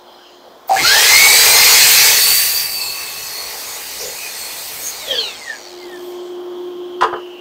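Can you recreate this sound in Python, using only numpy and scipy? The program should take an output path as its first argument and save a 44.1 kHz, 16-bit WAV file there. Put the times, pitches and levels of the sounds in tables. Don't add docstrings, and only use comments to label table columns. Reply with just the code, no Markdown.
import sys
import numpy as np
from scipy import signal
from scipy.fft import rfft, irfft
from scipy.io import wavfile
from scipy.ndimage import uniform_filter1d

SR = 44100
rng = np.random.default_rng(int(sys.argv[2]) if len(sys.argv) > 2 else 0)


def pcm_store(signal):
    levels = np.round(np.clip(np.atleast_2d(signal), -1, 1) * 32767)
    wavfile.write(sys.argv[1], SR, levels.astype(np.int16).T)


N = 326428
S = np.arange(N) / SR
HZ = np.fft.rfftfreq(1024, 1 / SR)
FRAME_S = np.arange(N // 256 + 5) * 256 / SR
BLADE = 7 / 37
# time in seconds, speed in turns per second, whine level in dB.
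ROTOR = [(.76, 114.6, -8), (.806, 158.8, -16), (.86, 206.2, -4), (0.949, 248, -11), (1.07, 286.3, -9.5),
         (1.2, 313, -6), (1.37, 329.8, -4), (1.63, 352, -8), (1.9, 363, -11), (2.299, 379.3, -10.5),
         (2.601, 387, -20.5), (2.9, 376.2, -22.5), (3.199, 365.3, -30), (3.42, 365, -26),
         (3.62, 368, -38.5), (4.92, 359, -51), (4.999, 330.7, -30), (5.051, 300.7, -29), (5.11, 269, -17.5),
         (5.18, 233.3, -20.5), (5.281, 195.7, -22.5), (5.4, 155, -42), (5.501, 129, -20.5),
         (5.601, 106.8, -48), (5.8, 77.5, -49), (5.96, 62.4, -39), (6.03, 59.7, -70)]


def amp(db):
    return 10 ** (np.asarray(db) / 20)


def evened(x):
    return x / np.sqrt(np.mean(x ** 2) + 1e-20)


def read(points, hz):
    f, value = np.transpose(points)
    return np.interp(np.log(hz + 1), np.log(f + 1), value)


def unit(gain):
    return gain / np.sqrt((gain ** 2).sum(0))


def peak(hz, width):
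    return 1 / (1 + (2 * (HZ[:, None] - hz) / width) ** 2)


def drift(count, frames):
    x = rng.standard_normal((len(FRAME_S), count)).T
    x = uniform_filter1d(x, frames, 1)
    return evened(uniform_filter1d(x, frames, 1))


def noise(gain, patchy_db):
    real, imaginary = rng.standard_normal((len(FRAME_S), len(HZ), 2)).T
    patches = evened(uniform_filter1d(drift(count=len(HZ), frames=8), size=8, axis=0))
    z = (real + 1j * imaginary) * amp(patchy_db * patches)
    loudness = signal.istft(z / np.sqrt(len(HZ)), nperseg=1024, noverlap=768)[1].std()
    return signal.istft(z * gain, nperseg=1024, noverlap=768)[1][:N] / loudness


def collector():
    # time in seconds, hum in dB, air in dB, hose hiss in dB, hose resonance in Hz.
    course = [(0, -50, -45, -56, 3220), (.14, -53, -43.5, -52, 3250), (.3, -52, -45.5, -47, 3000),
              (.38, -49, -45, -55, 3200), (.55, -56, -43.5, -56.5, 3280), (5.5, -56, -40.5, -60, 3050),
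              (5.7, -39, -42, -51, 3095), (5.95, -29.5, -41, -47, 3238), (6.6, -27, -41, -48, 3220),
              (7.0, -28, -43, -46.5, 3160), (7.22, -31, -42, -44, 2930), (7.4, -36.5, -42.5, -41, 2900)]
    # frequency in Hz, relative density in dB per Hz.
    air_colour = [(15, -52.5), (25, -40), (144, -16), (297, 2), (349, -36), (400, 1.5), (722, 5.5),
                  (1050, 1), (2010, -12), (2490, -16), (3170, -30), (3830, -13), (6050, -17.5),
                  (9560, -28.5), (15500, -20)]
    hum_hz, waver_db, waver_rad = 356.4, 1, 0.22
    multiples_db = (0, -28, -23)
    mains_hz, mains_db = 58.6, -73

    s, hum_db, air_db, hose_db, hose_hz = np.transpose(course)
    level, phase = (np.interp(S, FRAME_S, row) for row in drift(count=2, frames=6))
    turn = 2 * np.pi * hum_hz * S + waver_rad * phase
    tones = sum(amp(db) * np.sin(k * turn) for k, db in enumerate(multiples_db, start=1))
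    hum = np.sqrt(2) * amp(np.interp(S, s, hum_db) + waver_db * level) * tones

    rush = unit(peak(345.0, 79.0)) * amp(np.interp(FRAME_S, s, hum_db) - 15)
    air = unit(amp(read(air_colour, HZ)))[:, None] * amp(np.interp(FRAME_S, s, air_db))
    hose = unit(peak(np.interp(FRAME_S, s, hose_hz), 750.0) ** 2) * amp(np.interp(FRAME_S, s, hose_db))
    steady = noise(rush + air + hose, patchy_db=1.2)
    mains = np.sqrt(2) * amp(mains_db) * np.sin(2 * np.pi * mains_hz * S)
    return hum + steady + mains


def swells(moments):
    gain = 0
    for middle, length, hz, width, db in moments:
        arch = np.cos(np.pi * np.clip((FRAME_S - middle) / length, -.5, .5)) ** 2
        gain = gain + unit(peak(hz, width)) * amp(db) * arch
    return noise(gain, patchy_db=3.0)


def rustles():
    # middle in seconds, length in seconds, frequency in Hz, width in Hz, level at the top in dB.
    faint = [(.25, 1.0, 4170, 300, -56), (.22, .2, 1550, 160, -53), (.25, 1.0, 4950, 400, -58.5),
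             (.30, 0.39, 6400, 1300, -59.5), (.47, 0.13, 520, 100, -40), (6.08, .29, 13500, 2500, -49)]
    return swells(faint)


def rotor():
    s, speed, _ = np.transpose(ROTOR)
    speed = np.exp(np.interp(S, s, np.log(speed)))
    return speed, np.cumsum(speed) / SR


def roar():
    # time in seconds, then rumble, roar and hiss in dB.
    course = [(.67, -50, -68, -63), (.69, -35.5, -35, -40), (.78, -30, -22, -27), (.88, -25, -13.5, -20),
              (1.04, -22.5, -10.5, -15.5), (1.24, -24, -10.5, -12.5), (1.55, -20, -10, -12),
              (1.74, -23, -9, -11.5), (2.06, -27.5, -9.5, -11), (2.17, -30, -13, -13),
              (2.36, -37.5, -17.5, -12), (2.63, -40.5, -24.5, -18.5), (2.69, -39, -30, -23.5),
              (3.12, -40.5, -30, -29.5), (4.03, -42.5, -30, -30.5), (4.55, -44, -29.5, -30),
              (4.88, -43.5, -31.5, -26.5), (4.96, -41, -30.5, -34), (5.08, -37, -31.5, -34.5),
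              (5.25, -38.5, -32.5, -41.5), (5.5, -51, -37.5, -48), (5.78, -58, -47.5, -55),
              (5.92, -58, -49.5, -51), (6.13, -55, -42.5, -48), (6.2, -47, -41, -64), (6.35, -52, -39, -69)]
    # frequency in Hz, relative density in dB per Hz.
    saw_colour = [(15, -59), (25, -32), (101, -30), (282, -37.5), (445, -12), (552, -12.5), (849, -8.5),
                  (1020, -6.5), (2180, 7.5), (3260, 3), (4500, 9.5), (5580, 2.5), (10100, -6),
                  (13600, -4.5), (15500, -4.5)]
    # frequency in Hz, relative width in Hz, relative gain in dB.
    resonances = [(449, 21, 7.5), (845, 29, 1), (1946, 39, -11.5), (2474, 19, -6), (2870, 23, -18),
                  (4370, 30, -27.5), (5130, 21, -4), (5300, 12, -26), (5930, 93, 0), (6350, 34, 6),
                  (6774, 68, 4.5), (8160, 990, 1.5), (11700, 47, -14), (13400, 270, -8)]
    # middle in seconds, length in seconds, frequency in Hz, width in Hz, level at the top in dB.
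    saw_swells = [(.68, 0.034, 14800, 2520, -25), (.80, 0.08, 2140, 250, -13.5), (.80, .22, 123, 30, -39.5),
                  (.82, 0.14, 330, 70, -38.5), (.89, 0.25, 4280, 450, -16), (2.8, 1.51, 2610, 70, -33.5),
                  (2.86, 0.21, 4300, 120, -28), (3.38, 0.2, 4310, 120, -34), (4.5, 0.69, 4298, 50, -41),
                  (2.84, 0.14, 5280, 180.6, -28.5), (2.86, 0.14, 7430, 300, -30),
                  (3.72, .22, 6730, 446.7, -33), (4.02, .14, 5470, 1193, -28), (5.6, 0.29, 5780, 79.5, -47),
                  (5.6, 0.32, 6800, 201.4, -47), (4.06, 0.29, 484.5, 109.6, -34),
                  (4.07, .16, 6950, 395, -33), (4.25, .25, 2480, 121, -34), (4.40, 0.24, 8450, 260, -34.5),
                  (4.87, 0.16, 6550, 599, -25.5), (5.42, 0.51, 4400, 120, -45),
                  (5.71, 0.47, 4450, 894, -42), (5.16, .24, 3300, 500, -23.5),
                  (5.14, 0.19, 520, 119.9, -39)]
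    width_factor, rings_db, rings_swell_db = 1.35, 4.5, 2.5
    thrum_swell_db, rumble_swell_db = -1.5, 2

    s, *courses_db = np.transpose(course)
    rumble_db, roar_db, hiss_db = (np.interp(FRAME_S, s, db) for db in courses_db)
    low, mid = drift(count=2, frames=9)
    thrum_db = -26.5 + 0.42 * rumble_db + 0.33 * hiss_db + thrum_swell_db * low
    levels = thrum_db, rumble_db + rumble_swell_db * mid, roar_db, hiss_db

    swell = rings_swell_db * drift(count=len(resonances), frames=14)
    rings = sum(amp(db + row) * peak(hz, width_factor * width)
                for (hz, width, db), row in zip(resonances, swell))
    colour = amp(read(saw_colour, HZ))[:, None] * (1 + amp(rings_db) * rings)

    below = [1 / (1 + (HZ / edge) ** 8) for edge in (260, 1200, 9000)]
    bands = np.diff([0 * HZ, *below, 1 + 0 * HZ], axis=0)
    thrum, rumble, body, hiss = (unit(colour * band[:, None]) * amp(db) for band, db in zip(bands, levels))

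    speed, turns = rotor()
    throb = 1 + 0.024 * np.sin(2 * np.pi * BLADE * turns)
    depth = np.clip(65. / speed, 0, 1) * np.clip((6.1 - S) / .15, 0, 1)
    flutter = 1 + depth * np.sin(2 * np.pi * turns)
    fluttering = (noise(body, patchy_db=2.0) + swells(saw_swells)) * flutter
    steady = noise(thrum + rumble + hiss, patchy_db=1.5)
    fade = np.clip(np.minimum((S - .672) / 0.026, (6.4 - S) / 0.46), 0, 1)
    return (fluttering + steady) * throb * fade


def jolts():
    # start in seconds, peak in dB ahead of the room.
    starts = [(0.695, -8.5), (0.711, -2), (0.736, -9), (0.761, -11)]
    # frequency in Hz, relative level in dB, time to fall by 60 dB in seconds.
    modes = [(700, -9, .06), (775, 0, .09), (850, -11, .05), (1480, -28, .02), (2200, -22, .015)]

    out, t = np.zeros(N), np.arange(SR // 3) / SR
    hz, db, t60 = np.transpose(modes)[:, :, None]
    phases = rng.random((len(starts), len(modes), 1))
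    for (s, peak_db), phase in zip(starts, phases):
        ring = (amp(db - 60 * t / t60) * np.sin(2 * np.pi * (hz * t + phase))).sum(0)
        ring = ring * (1 - np.exp(-t / 0.0013))
        out[round(s * SR):][:len(t)] += amp(peak_db) * ring / abs(ring).max()
    return out


def whine(waver, flutter_db, wobble, sway, rough):
    multiples = (2, 3, 6, 7, 12, 13, 14, 19, 20, 21, 24, 28, 56)
    # relative level in dB in run-up, cut, braking, slowing and coasting.
    strength = [(-38, -12.5, -13.5, -25, -30), (-29, -11.5, -40, -40, -38), (-15, -36, -42, -40, -40),
                (-4.5, -10.5, -14.5, -20, -24), (-11, 1, -4.5, -28, -20), (-42, -39.5, -9, -28, -18),
                (-9.5, -16, 3.5, -1, -12), (-18, -35.5, 0, -11, -18), (-39, -40, -9, -28, -20),
                (-11.5, -40, -11, -30, -20), (-16.5, -34.5, -40, -43, -23), (-37.5, -40, -30, -16, 1),
                (-41, -43, -34, -35, -2)]
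    # start in seconds, length in seconds.
    changes = [(2.103, 0.17), (5.06, .11), (5.3, 0.12), (5.58, 0.072)]
    # frequency in Hz, width in Hz, relative gain in dB.
    frame = [(510, 290, 2), (1098, 100, -11), (1375, 110, -7.5), (1726, 440, -1), (2133, 354, -1.5),
             (2600, 180, -16), (3190, 710, -4.5), (3800, 400, -9), (4218, 540, -1.5), (4636, 250, -5.5),
             (5600, 500, 2), (8260, 1300, 0)]
    between_db = -44.5
    rough_speed_hz = 260

    s, _, level_db = np.transpose(ROTOR)
    at = slice(round(s[0] * SR), round(s[-1] * SR))
    all_speed, all_turns = rotor()
    t, speed, turns = S[at], all_speed[at], all_turns[at]
    out = np.zeros(N)
    fade = np.clip(np.minimum(t - s[0], s[-1] - t) / 0.0027, 0, 1)

    slow, slow_speed = S[::32], all_speed[::32]
    stage = sum(np.clip((slow - start) / length, 0, 1) for start, length in changes)
    course_db = np.interp(slow, s, level_db)
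    shake = [np.interp(slow, FRAME_S, row) for row in drift(count=2 * len(multiples), frames=1)]
    grit = rng.standard_normal((len(slow), len(multiples))).T
    grit = uniform_filter1d(grit, size=3, axis=1)
    grit = evened(uniform_filter1d(grit, size=4, axis=1))
    grit_depth = rough * np.minimum(slow_speed / rough_speed_hz, 1) ** 2

    runout = wobble * np.sin(2 * np.pi * BLADE * turns) + sway * np.sin(2 * np.pi * turns)
    runout = runout * np.minimum(speed / rough_speed_hz, 1)
    for k, db, level, phase, rasp in zip(multiples, strength, shake[::2], shake[1::2], grit):
        path = amp(between_db) + sum(amp(top_db) / (1 + (2 * (k * slow_speed - hz) / width) ** 2) ** 2
                                     for hz, width, top_db in frame)
        tone_db = course_db + np.interp(stage, range(len(db)), db) + flutter_db * level
        gain = path * amp(tone_db) * (1 + grit_depth * rasp)
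        trembling = waver * np.interp(t, slow, phase)
        tone = np.sin(2 * np.pi * k * turns + trembling + min(k / 7, 1) * runout)
        out[at] += fade * np.sqrt(2) * np.interp(t, slow, gain) * tone
    return out


def knocks():
    # start in seconds, relative level in dB, brightness in dB per octave,
    # time for the lows to fall by 60 dB in seconds.
    contacts = [(7.009, -10, 7.5, 0.17), (7.021, 0.5, -1.5, 0.09), (7.031, -3.5, 4.5, 0.092),
                (7.042, -8, -4, 0.1), (7.061, -17, -4, 0.069), (7.087, -15, -3, 0.11),
                (7.128, -8, -4, 0.043), (7.137, -6, -5, 0.05), (7.147, -17.5, -6, 0.067),
                (7.159, -19, -2, 0.12)]
    # frequency in Hz, width in Hz, relative gain in dB.
    wood = [(90, 102, -43), (445, 80, 3), (672.5, 116, -21), (833, 96, 1.5), (1017, 64, 6.5),
            (1227, 130, 4.5), (1460, 220, -6), (1640, 123, -10), (1830, 160, -8), (2830, 360, -17),
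            (3400, 510, -19.5), (4700, 390, -25.5), (6160, 1500, -39.5), (9000, 2100, -54)]

    out, t = np.zeros(N), np.arange(8192) / SR
    hz = np.fft.rfftfreq(len(t), 1 / SR) + 1
    body = sum(amp(db) / (1 + (2 * (hz - f) / width) ** 2) for f, width, db in wood)
    high = 1 / (1 + (2200 / hz) ** 6)
    bursts = rng.standard_normal((len(contacts), len(t)))
    for (s, level_db, tilt_db, t60), burst in zip(contacts, bursts):
        z = rfft(burst) * body * amp(tilt_db * np.log2(np.maximum(hz, 400) / 1000))
        lows = irfft(z * (1 - high)) * amp(-60 * t / t60)
        highs = irfft(z * high) * amp(-60 * t / (0.75 * t60))
        knock = (lows + highs) / irfft(z).std() * (1 - np.exp(-t / 0.001))
        out[round(s * SR):][:len(t)] += amp(level_db - 5) * knock
    return out


def room(x, t60, wet_db):
    at = np.arange(150, SR // 3, 20)
    tail = np.zeros(SR // 3 + 20)
    echoes = at + rng.integers(0, 20, len(at))
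    tail[echoes] = rng.choice([-1., 1.], len(at)) * amp(-60 * at / SR / t60)
    return x + amp(wet_db) * signal.oaconvolve(x, tail / np.linalg.norm(tail))[:N]


def scene():
    tones = whine(waver=.33, flutter_db=2.5, wobble=.55, sway=.2, rough=.45)
    near = room(tones, t60=0.13, wet_db=-3) + room(jolts() + knocks(), t60=0.18, wet_db=-6.0)
    mono = near + roar() + rustles() + collector()
    return np.array([mono, mono])


def record(dry):
    edge_hz = 15700
    rounded = dry / (1 + abs(dry) ** 5) ** (1 / 5)
    lowpass = signal.firwin(511, edge_hz, window=("kaiser", 9), fs=SR)
    return signal.oaconvolve(rounded, lowpass[None], "same")


dry = scene()
out = record(dry)
pcm_store(out)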